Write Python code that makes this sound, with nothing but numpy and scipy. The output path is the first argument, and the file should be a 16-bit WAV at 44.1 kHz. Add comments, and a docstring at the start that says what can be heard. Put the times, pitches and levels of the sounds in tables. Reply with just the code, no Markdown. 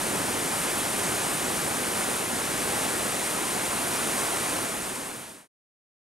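"""White water rushes over a ledge in a rocky gorge, while a waterfall roars into its pool.
Both are the summed ringing of countless air bubbles. Each surge of the rapids raises the rush, the
ring of single bubbles and the hiss of foam and spray; one brief gurgle stands out near 4.2 s. A stereo
microphone with a treble resonance hears the river a little from the right, and the sound fades out."""
import sys
import numpy as np
from scipy import signal
from scipy.fft import rfft, irfft
from scipy.io import wavfile

SR = 44100
rng = np.random.default_rng(int(sys.argv[2]) if len(sys.argv) > 2 else 0)


def wav_out(sig):
    """Save sig, one row per channel (or a flat mono array), as 16-bit PCM at SR to the path in sys.argv[1]."""
    wavfile.write(sys.argv[1], SR, np.round(np.clip(np.atleast_2d(sig).T, -1, 1) * 32767).astype(np.int16))


N = 268563
TIME = np.arange(N) / SR
HZ = np.maximum(np.arange(N // 2 + 1) * SR / N, 1)

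# spectrum of bursting foam and spray: (frequency [Hz], relative spectral density [dB])
FOAM_SPECTRUM = [(400, -11), (1500, -0.5), (3000, 1.5), (5000, -0.5), (16000, -1.5)]


def from_db(db):
    """Amplitude grows tenfold for every 20 dB."""
    return 10 ** (np.asarray(db) / 20)


def unit_rms(x):
    """Normalisation to a mean power of one."""
    return x / np.sqrt(np.mean(x ** 2) + 1e-20)


def at_hz(points, hz):
    """Interpolation of a table on a logarithmic frequency axis."""
    frequencies, values = np.transpose(points)
    return np.interp(np.log(hz), np.log(frequencies), values)


def in_time(points):
    """Linear interpolation of a table in time."""
    return np.interp(TIME, *np.transpose(points))


def colour(x, response):
    """Filtering multiplies the spectrum by a response: (frequency [Hz], gain [dB])."""
    return irfft(rfft(x) * from_db(at_hz(response, HZ)), N)


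def drift(corner_hz):
    """Low-passed noise is a slow random fluctuation, here of unit rms."""
    return unit_rms(irfft(rfft(rng.standard_normal(N)) / (1 + (HZ / corner_hz) ** 2), N))


def churn(spectrum, flutter_db, flutter_hz):
    """Incoherent bubbles sum to noise; each octave of bubble sizes swells and sinks on its own."""
    white, out = rfft(rng.standard_normal(N)), np.zeros(N)
    octave = np.clip(np.floor(np.log2(HZ)), 6, 13)
    for k in np.unique(octave):
        band = irfft(white * (octave == k), N)
        out += band * from_db(flutter_db * drift(flutter_hz))
    return unit_rms(colour(out, spectrum))


def waterfall():
    """Air entrainment: plunging water makes a low roar that follows the weight landing in the pool."""
    # spectrum of the plunge: (frequency [Hz], relative spectral density [dB])
    roar_spectrum = [(12, -37), (25, -24.5), (55, -13), (90, -8), (140, -4.5), (200, -2), (280, -0.8),
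                     (390, -3.5), (520, -9.5), (1000, -17.5), (3000, -27.5)]
    # weight of water landing: (time [s], relative level [dB])
    plunge = [(0.0, 0.5), (0.52, 1.4), (0.84, -1.4), (1.12, 2.1), (1.32, -1.5), (1.48, 0.8), (2.04, 0.3),
              (2.12, -1.3), (3.08, 1.2), (3.28, -1.7), (3.4, -1.3), (5.2, -0.2)]
    return from_db(in_time(plunge) - 36.5) * churn(roar_spectrum, flutter_db=1.0, flutter_hz=25)


def bubbles(per_s, low_hz, high_hz, cycles, spread_db, rise):
    """Each bubble is a damped oscillator whose pitch rises as it nears the surface."""
    out = np.zeros(N)
    for when, pitch, strength, polarity in rng.random((int(per_s * N / SR), 4)):
        hz, start = low_hz * (high_hz / low_hz) ** pitch, int(when * N)
        length = min(int(cycles * SR / hz) + 2, N - start)
        age = np.arange(length) * hz / (cycles * SR)  # 1 when the ring has fallen by 60 dB
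        height = from_db(-spread_db * np.log(strength + .01)) * np.sign(polarity - .5)
        phase = 2 * np.pi * cycles * age * (1 + rise * age)
        out[start:start + length] += height * 1000 ** -age * np.sin(phase)
    return unit_rms(out)


def rapids(surge_db):
    """Amplitude modulation: each surge raises the rush and the ringing of trapped air together."""
    # water tumbling over the ledge: (frequency [Hz], relative spectral density [dB])
    rush_spectrum = [(100, -20.5), (350, -1.5), (550, -1), (760, 0.5), (1400, -2.5), (2400, -6.5),
                     (3300, -13), (6000, -19.5)]
    rush = from_db(-34) * churn(rush_spectrum, flutter_db=.5, flutter_hz=27)
    ringing = bubbles(per_s=500, low_hz=378.6, high_hz=2710, cycles=17, spread_db=2.5, rise=0.089)
    return from_db(surge_db) * (rush + from_db(-45) * ringing)


def spray(per_s, spread_db, clump_db):
    """Shot noise: drops land in random clumps, each an impulse of its own size."""
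    landings = rng.random(N) < per_s * from_db(clump_db * drift(corner_hz=14)) / SR
    sizes = from_db(spread_db * np.minimum(rng.exponential(1, N), 4)) * rng.choice([-1, 1], N)
    return unit_rms(colour(landings * sizes, FOAM_SPECTRUM))


def foam(surge_db):
    """Brief bursts have broad spectra: froth hisses and spray patters, both following the surge."""
    hiss = from_db(-34) * churn(FOAM_SPECTRUM, flutter_db=0.63, flutter_hz=24)
    drops = from_db(-44.5) * spray(per_s=4000, spread_db=3.5, clump_db=2.5)
    return from_db(0.98 * surge_db) * (hiss + drops)


def swell_and_gurgle(half_width_hz):
    """Narrow-band noise has a pitch: a faint random swell of the rush near 850 Hz, then one gurgle."""
    # the swell, then the gurgle: (time [s], pitch [Hz], half-width [s], rms level at the crest [dB])
    bursts = [(2.804, 850, .16, -42.5), (4.196, 1075, 0.044, -38)]
    out = np.zeros(N)
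    for when, hz, half_width_s, level_db in bursts:
        band = irfft(rfft(rng.standard_normal(N)) / (1 + ((HZ - hz) / half_width_hz) ** 2), N)
        envelope = np.exp(-2 * ((TIME - when) / half_width_s) ** 2)
        out += from_db(level_db) * unit_rms(band) * envelope
    return out


def scene():
    """Superposition: direct sound reaches the right port first; the rock walls add a diffuse field."""
    # surges of water over the ledge: (time [s], relative level [dB])
    surges = [(0.0, 0.0), (0.28, -0.3), (0.76, 0.9), (0.92, 0), (1.04, 0.85), (1.92, -0.5), (2.0, 0.8),
              (2.28, -1), (2.84, 1.25), (2.92, -0.0), (3.68, 0.23), (4.24, 1), (4.84, -1.0), (4.88, 0.1),
              (5.2, 0)]
    # phase between the microphone's two ports: (frequency [Hz], lead of the right port [rad])
    port_lead = [(40, .15), (130, 0.36), (300, 0.77), (500, 1.1), (950, 1.29), (1500, 1.14), (3000, .73),
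                 (5000, .39), (9500, 0.091), (11000, 0)]
    # sound scattered by the gorge: (frequency [Hz], level relative to the direct sound [dB])
    wall_scatter = [(25, -10), (85, -23), (300, -16), (600, -15), (1500, -11.5), (3800, -11), (6000, -12),
                    (10000, -15.5), (11300, -64.5)]
    surge_db = in_time(surges)
    mid = rfft(waterfall() + rapids(surge_db) + swell_and_gurgle(half_width_hz=63.4) + foam(surge_db))
    half_lead = at_hz(port_lead, HZ) / 2
    scattered = from_db(at_hz(wall_scatter, HZ)) * np.exp(2j * np.pi * rng.random(len(HZ)))
    side = mid * (scattered - 1j * np.tan(half_lead))  # the quadrature term sets the phase lead
    return irfft(np.array([mid + side, mid - side]), N)


def record(dry):
    """A microphone resonance lifts the treble; a linear fade and a steep low-pass follow."""
    # microphone response: (frequency [Hz], gain [dB])
    mic_response = [(5000, 0.5), (7000, 3.5), (8600, 7), (9400, 8.5), (10500, 5.5), (13000, -3.5),
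                    (15700, -13.5)]
    fade_start_s, fade_end_s, cutoff_hz = 4.546, 5.48, 15700
    fade = np.clip((fade_end_s - TIME) / (fade_end_s - fade_start_s), 0, 1)
    low_pass = signal.ellip(12, .1, 80, cutoff_hz, fs=SR, output="sos")
    return signal.sosfilt(low_pass, fade * colour(dry, mic_response) + 1e-18)


dry = scene()
out = record(dry)
wav_out(out)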